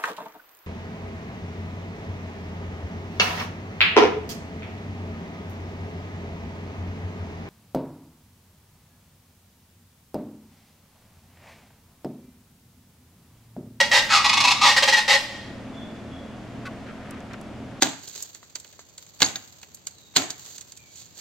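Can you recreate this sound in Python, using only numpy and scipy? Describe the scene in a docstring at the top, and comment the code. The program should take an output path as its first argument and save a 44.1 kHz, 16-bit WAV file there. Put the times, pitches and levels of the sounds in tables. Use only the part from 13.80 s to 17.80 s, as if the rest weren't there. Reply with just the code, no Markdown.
"""Outdoor rumble and a distant engine drone all the way through. A hoarse chachalaca calls from a tree
beside a house, a shriller one answers with two squawks around a quick run, and the hoarse one has its own
run. Each note is a rasp of snaps from the voice box ringing in the throat; walls and trees echo it.
Then a small bird whistles twice, one soft cluck follows, and last a hand rustles and ticks on a camera."""
import sys
import numpy as np
from scipy import signal
from scipy.fft import rfft, irfft, next_fast_len
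from scipy.io import wavfile
from scipy.ndimage import uniform_filter1d, minimum_filter1d, map_coordinates

SR = 44100
rng = np.random.default_rng(int(sys.argv[2]) if len(sys.argv) > 2 else 0)


def file_out(sig):
    """Save sig as 16-bit WAV at sys.argv[1]."""
    # one column per channel
    cols = np.atleast_2d(sig).T
    # limit, then scale
    lim = np.clip(cols, -1, 1)
    pcm = np.round(lim * 32767).astype(np.int16)
    wavfile.write(sys.argv[1], SR, pcm)


N = 176400

# Where the shrill bird's throat rings, low and high. Each row: frequency in Hz, level in dB.
SHRILL_LOW_RINGS = [(830, -3.5), (985, 3)]
SHRILL_HIGH_RINGS = [(1940, -1.5), (2190, -0.5), (2470, -0.5), (2600, 0), (2860, -3.5), (3460, -0.5),
                     (3820, -1), (4210, -2), (4570, -5), (5010, -4), (5370, -9.5), (6360, -15)]
# The broad tone colour under those rings. Each row: frequency in Hz, level in dB.
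SHRILL_COLOUR = [(200, -56), (560, -26.5), (850, -4), (1150, -5.5), (1550, -18), (2300, -8), (6500, -13.5),
                 (10500, -32.5), (15800, -48)]


def amp(db):
    """Turn decibels into a number to multiply by."""
    return 10 ** (np.asarray(db) / 20)


def unit(x):
    """Scale a signal to an average power of 1."""
    return x / np.sqrt(np.mean(x ** 2) + 1e-20)


def along(points, hz):
    """Read between (Hz, value) points, with octaves evenly spaced."""
    point_hz, values = np.transpose(points)
    return np.interp(np.log(hz + 1), np.log(point_hz + 1), values)


def wobble(rate):
    """A smooth curve through `rate` random values a second."""
    return map_coordinates(rng.standard_normal(int(N * rate / SR) + 4), [np.arange(N) * rate / SR])


def filtered(x, response):
    """Turn each frequency of x up or down by response(hz)."""
    n = x.shape[-1]
    padded = next_fast_len(n + SR // 2)
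    return irfft(rfft(x, padded) * response(np.fft.rfftfreq(padded, 1 / SR)), padded)[..., :n]


def add(track, start, sound):
    """Mix a sound in at `start` seconds."""
    i = max(round(start * SR), 0)
    track[i:i + len(sound)] += sound[:N - i]


def spread(pair):
    """Blend two unrelated signals into left and right, most alike in the bass."""
    # Each row: frequency in Hz, how alike the sides are from 0 to 1.
    likeness = [(1200, 0.89), (2500, 0.52), (5000, 0.51), (9000, 0.26), (14000, 0.041)]
    turn = lambda hz: np.arccos(np.clip(along(likeness, hz), -1, 1)) / 2
    mid, side = filtered(pair, lambda hz: np.array([np.cos(turn(hz)), np.sin(turn(hz))]))
    return np.array([mid + side, mid - side])


def noise(colour):
    """Stereo noise of power 1, shaped by (Hz, dB) points."""
    white = rng.standard_normal((2, N))
    return unit(spread(filtered(white, lambda hz: amp(along(colour, hz)))))


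def background(air_db=-40, waver_db=2.0, drift=0.96):
    """Outdoor rumble and the unsteady hum of a distant engine."""
    # The rumble's colour. Each row: frequency in Hz, relative level in dB.
    air_colour = [(20, -13.5), (119, -6), (259, -3.5), (427, -12), (667, -9), (834, -16.5), (1820, -21.5),
                  (3450, -28), (3960, -32.5), (6910, -37.5), (15500, -56.5)]
    # The engine's tones. Each row: frequency in Hz, relative level in dB.
    engine_tones = [(80.7, -52), (118.4, -48.5), (199.2, -51.5), (220.7, -46.5), (263.8, -48)]
    t = np.arange(N) / SR
    engine = 0
    for hz, db in engine_tones:
        level = amp(db + waver_db * wobble(5.83))
        engine += level * unit(np.sin(2 * np.pi * hz * t + drift * wobble(4.59)))
    return amp(air_db + 0.39 * wobble(2.74)) * noise(air_colour) + amp(-1.0) * engine


def voice_box(length, pulse_hz, jitter, scatter_db, hiss, swell_db_per_s, attack_s=0.0013, fade_s=0.0083):
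    """One note's rasp: uneven snaps, each with a puff of air, loudest and brightest in the middle."""
    t = np.arange(int(length * SR)) / SR
    timing, strength = rng.standard_normal((256, 2)).T
    times = (np.cumsum(np.exp(jitter * timing)) - 1) / pulse_hz
    inside = (times >= 0) & (times < t[-1])
    snaps = np.bincount((times[inside] * SR).astype(int), amp(scatter_db * strength[inside]), len(t))
    tails = signal.lfilter([1], [1, -np.exp(-1 / (0.0027 * SR))], snaps)
    puffs = tails * rng.standard_normal(SR)[:len(t)]
    gate = np.minimum(1, np.minimum(t / attack_s, (length - t) / fade_s))
    effort = gate * amp(-swell_db_per_s * length * (2 * t / length - 1) ** 2)
    bright = unit(unit(snaps) + hiss * unit(puffs))
    dull = signal.lfilter(*signal.butter(1, 2420, fs=SR), bright)  # softer above 2420 Hz
    dull_share = 0.46 * (1 - effort)  # less effort gives rounder snaps
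    return effort * (bright + (dull - bright) * dull_share)


def throat(rings, colour, width_hz=24, width_share=0.021, trail_s_per_hz=1.2e-7, size=4096):
    """How a throat rings after one snap: sharp peaks on top of a broad tone colour."""
    hz = np.fft.rfftfreq(size, 1 / SR)
    power = amp(along(colour, hz)) ** 2
    for ring_hz, db in rings:
        distance = (hz - ring_hz) / (width_hz + width_share * ring_hz)
        power += amp(db) ** 2 / (1 + distance ** 2) ** 3
    # This fold makes the ringing come after the snap, not before it.
    folded = irfft(np.log(power) / 2)
    folded[1:size // 2] *= 2
    folded[size // 2 + 1:] = 0
    lag = np.pi * trail_s_per_hz * hz ** 2  # the treble leaves the throat later
    ring = irfft(np.exp(rfft(folded) - 1j * lag))
    return ring / np.linalg.norm(ring)


def varied(rings, vary_db=2.0, stretch=0.0053):
    """The throat in one note: a little longer or shorter, each ring a little stronger or weaker."""
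    scale = 1 + stretch * rng.standard_normal()
    return [(hz * scale, db + vary_db * rng.standard_normal()) for hz, db in rings]


def hoarse_bird():
    """Rasping notes, each coloured by a sharply ringing windpipe."""
    # The notes. Each row: start in seconds, length in seconds, relative level in dB.
    notes = [(0, 0.021, -5.5), (.112, 0.087, -7), (0.842, 0.097, -10.5), (.963, 0.03, -6),
             (1.022, 0.027, -6), (1.074, 0.031, -6.5), (1.122, 0.032, -7), (1.166, 0.034, -7),
             (1.278, 0.087, -5)]
    # The throat's rings and the colour under them. Each row: frequency in Hz, level in dB.
    rings = [(562, -4.5), (858, -1.5), (1600, -14.5), (1880, 1.5), (2010, -6.5), (2820, -10), (3250, -8.5),
             (3740, -10), (4180, -13), (4640, -18), (4970, -15), (5950, -21)]
    colour = [(200, -51), (700, -19), (1000, -15.5), (1450, -20), (2200, -13.5), (5200, -17), (8200, -27.5),
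              (10500, -39.5), (13500, -41), (15800, -59)]
    out = np.zeros(N)
    for start, length, db in notes:
        rasp = voice_box(length, pulse_hz=425.2, jitter=.2, scatter_db=0.0, hiss=0.5, swell_db_per_s=38)
        add(out, start, amp(db) * signal.fftconvolve(rasp, throat(varied(rings), colour)))
    return out


def shrill_rasp(length, swell):
    """The shrill bird's voice box snaps a little faster and less evenly."""
    return voice_box(length, pulse_hz=443, jitter=.3, scatter_db=1.5, hiss=0.42, swell_db_per_s=swell)


def squawk(length, swell, first_hz, last_hz, settle_s, low_db, strand_db=5, count=10):
    """A long note whose main ring, made of three strands, starts high and wide, then drops to a honk."""
    rasp = shrill_rasp(length, swell)
    steady = varied(SHRILL_HIGH_RINGS + [(hz, db + low_db) for hz, db in SHRILL_LOW_RINGS])
    t = np.arange(len(rasp)) / SR
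    note = 0
    moments, step = np.linspace(0, length, count, retstep=True)
    for moment in moments:
        above_hz = (first_hz - last_hz) * np.exp(-(moment / settle_s) ** 2 / 2)
        main = [(last_hz + above_hz * strand, strand_db) for strand in (.3, .9, 1.5)]
        share = np.maximum(0, 1 - np.abs(t - moment) / step)  # each throat shape fades into the next
        note += signal.fftconvolve(rasp * share, throat(steady + main, SHRILL_COLOUR))
    return note


def shrill_bird(run_main_hz=1120, run_main_db=2.5):
    """Two long squawks, and between them a quickening run in which the main ring does not slide."""
    # Each row: start and length in seconds, relative level in dB, swell in dB per second, the main
    # ring's rough first and final frequency in Hz, settling time in seconds, low rings' boost in dB.
    squawks = [(.291, 0.11, -6.5, 102, 1624, 1188, 0.0297, -14),
               (0.811, 0.095, -8, 26.5, 1190, 1066, .07, 3.5)]
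    # Each row: start in seconds, length in seconds, relative level in dB.
    run_notes = [(.442, 0.032, -9.5), (0.49, 0.019, -9), (.529, .021, -9.5), (0.57, 0.02, -10),
                 (0.602, .02, -9), (0.637, 0.029, -10.5), (0.67, 0.029, -12), (.703, .027, -10.5)]
    out = np.zeros(N)
    for start, length, db, *shape in squawks:
        add(out, start, amp(db) * squawk(length, *shape))
    rings = SHRILL_HIGH_RINGS + SHRILL_LOW_RINGS + [(run_main_hz, run_main_db)]
    for start, length, db in run_notes:
        ring = throat(varied(rings), SHRILL_COLOUR)
        add(out, start, amp(db) * signal.fftconvolve(shrill_rasp(length, swell=59), ring))
    return out


def outdoors(x, near_db, near_fade_s, far_db, gap_s=0.00039, build_s=0.019, count=32):
    """The sound itself, a quick scatter off leaves and eaves, and a long echo from the trees."""
    # The scatter is mostly treble. Each row: frequency in Hz, level in dB.
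    scatter_colour = [(550, -7.5), (1000, 1), (10000, 2)]
    # The long echo. Each row: frequency in Hz, seconds to fade by 60 dB.
    fade_times = [(300, 0.65), (1900, 0.75), (4500, 0.67), (14000, 0.63)]
    t = np.arange(SR) / SR
    echoes = np.zeros((2, N))
    scatter = amp(near_db + along(scatter_colour, np.fft.rfftfreq(SR, 1 / SR)))
    for k, part in enumerate(np.array_split(x, count)):  # each slice gets a new echo
        if part.any():
            walls, trees = rng.standard_normal((2, 2, SR))
            bounces = unit(walls ** 3 * amp(-60 * t / near_fade_s) * (t > gap_s))
            near = irfft(rfft(bounces) * scatter) * (t < near_fade_s)
            hz, times, bands = signal.stft(trees, SR, nperseg=256)
            fade = amp(-60 * times / along(fade_times, hz)[:, None])
            tail = signal.istft(bands * fade, SR, nperseg=256)[1][:, :SR]
            far = amp(far_db) * unit(tail * (1 - np.exp(-t / build_s)))
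            for side, echo in zip(echoes, (near + far) / np.sqrt(SR)):
                add(side, k * N / count / SR, signal.fftconvolve(part, echo))
    return x + spread(echoes)


def small_bird(fall_hz_per_s=300, waver_hz=40, swell_db=9):
    """Far, thin, quavering whistles that swell and die away."""
    # Each row: start, rise time and fall time in seconds, pitch in Hz, level in dB.
    whistles = [(1.905, .112, 0.067, 3440, -47.5), (2.27, 0.11, .014, 3380, -48.5)]
    out = np.zeros(N)
    for start, rise, fall, hz, db in whistles:
        t = np.arange(int((rise + fall) * SR)) / SR
        pitch = hz - fall_hz_per_s * (t - rise) + waver_hz * wobble(131)[:len(t)]
        gate = np.interp(t, [0, rise / 2, rise, rise + fall], [0, 1, 1, 0])
        level_db = db - swell_db * np.maximum(0, 1 - t / rise) ** .5 + 2.6 * wobble(66)[:len(t)]
        add(out, start, gate * amp(level_db) * np.sin(2 * np.pi * np.cumsum(pitch) / SR))
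    return out


def cluck(start_s=2.851, length_s=0.034, db=-33):
    """One soft, short note after the quarrel, too quiet to echo."""
    # The throat's rings and the colour under them. Each row: frequency in Hz, level in dB.
    rings = [(1120, 3), (1480, 4.5), (2040, -6.5), (2600, -6.5)]
    colour = [(600, -44), (1300, -11), (4500, -23), (15000, -47)]
    out = np.zeros(N)
    rasp = voice_box(length_s, pulse_hz=515.5, jitter=.2, scatter_db=-0.5, hiss=0.77, swell_db_per_s=153)
    add(out, start_s, amp(db) * signal.fftconvolve(rasp, throat(rings, colour)))
    return out


def hand_on_camera(tick_s=0.0019):
    """A hand on the camera makes soft rustles and tiny, thin ticks."""
    # Each row: middle in seconds, half length in seconds, level in dB.
    rustles = [(3.088, 0.034, -46), (3.31, 0.1, -49), (3.532, 0.026, -45.5)]
    # Each row: frequency in Hz, relative level in dB.
    rustle_colour = [(500, -30), (1300, 10), (2400, 3), (15000, -42)]
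    # Each row: time in seconds, level in dB, strongest frequency in Hz.
    ticks = [(3.310, -37.5, 9400), (3.405, -49, 6200), (3.535, -41, 6240), (3.614, -45, 9500)]
    t = np.arange(N) / SR
    ticking = 0
    for at, db, hz in ticks:
        thin = [(hz / 10, -36), (hz / 2, -4.5), (hz, 0), (hz * 2, -18)]
        spike = (t >= at - tick_s) * np.exp(-np.abs(t - at) / tick_s)
        ticking += amp(db) * spike * noise(thin)
    rubs = sum(amp(db) * np.exp(-((t - middle) / half) ** 2) for middle, half, db in rustles)
    return ticking + rubs * amp(3.5 * wobble(98)) * noise(rustle_colour)


def scene():
    """Mix the birds and their echoes with the background and the hand."""
    hoarse = outdoors(hoarse_bird(), near_db=-2, near_fade_s=0.26, far_db=-9.5)
    shrill = outdoors(shrill_bird(), near_db=-3, near_fade_s=0.17, far_db=-5.0)
    small = outdoors(small_bird(), near_db=0.5, near_fade_s=0.12, far_db=0.0)
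    return amp(-4.0) * (hoarse + shrill) + cluck() + small + background() + hand_on_camera()


def record(dry, ceiling_db=-13, hold_s=0.25, smooth_s=0.23, peak_limit=0.82, top_hz=15830):
    """The left side is slightly duller; a volume control dips under loud calls and tames the peaks."""
    # Each row: frequency in Hz, left minus right in dB.
    lean = [(500, 0.14), (1500, 0.8), (10000, -1.5)]
    x = filtered(dry, lambda hz: amp(along(lean, hz) * np.array([[.5], [-.5]])))
    power = uniform_filter1d(np.mean(x ** 2, axis=0), size=900)
    level = np.sqrt(np.abs(power) + 1e-12)
    hold = int(hold_s * SR)
    gain = minimum_filter1d(np.minimum(1, amp(ceiling_db) / level), hold, origin=hold // 2 - hold // 8)
    x = x * uniform_filter1d(gain, int(smooth_s * SR))
    peak_gain = np.minimum(1, peak_limit / (np.abs(x).max(axis=0) + 1e-9))
    x = x * uniform_filter1d(minimum_filter1d(peak_gain, size=61), size=61)
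    return filtered(x, lambda hz: hz < top_hz)


dry = scene()
out = record(dry)
file_out(out)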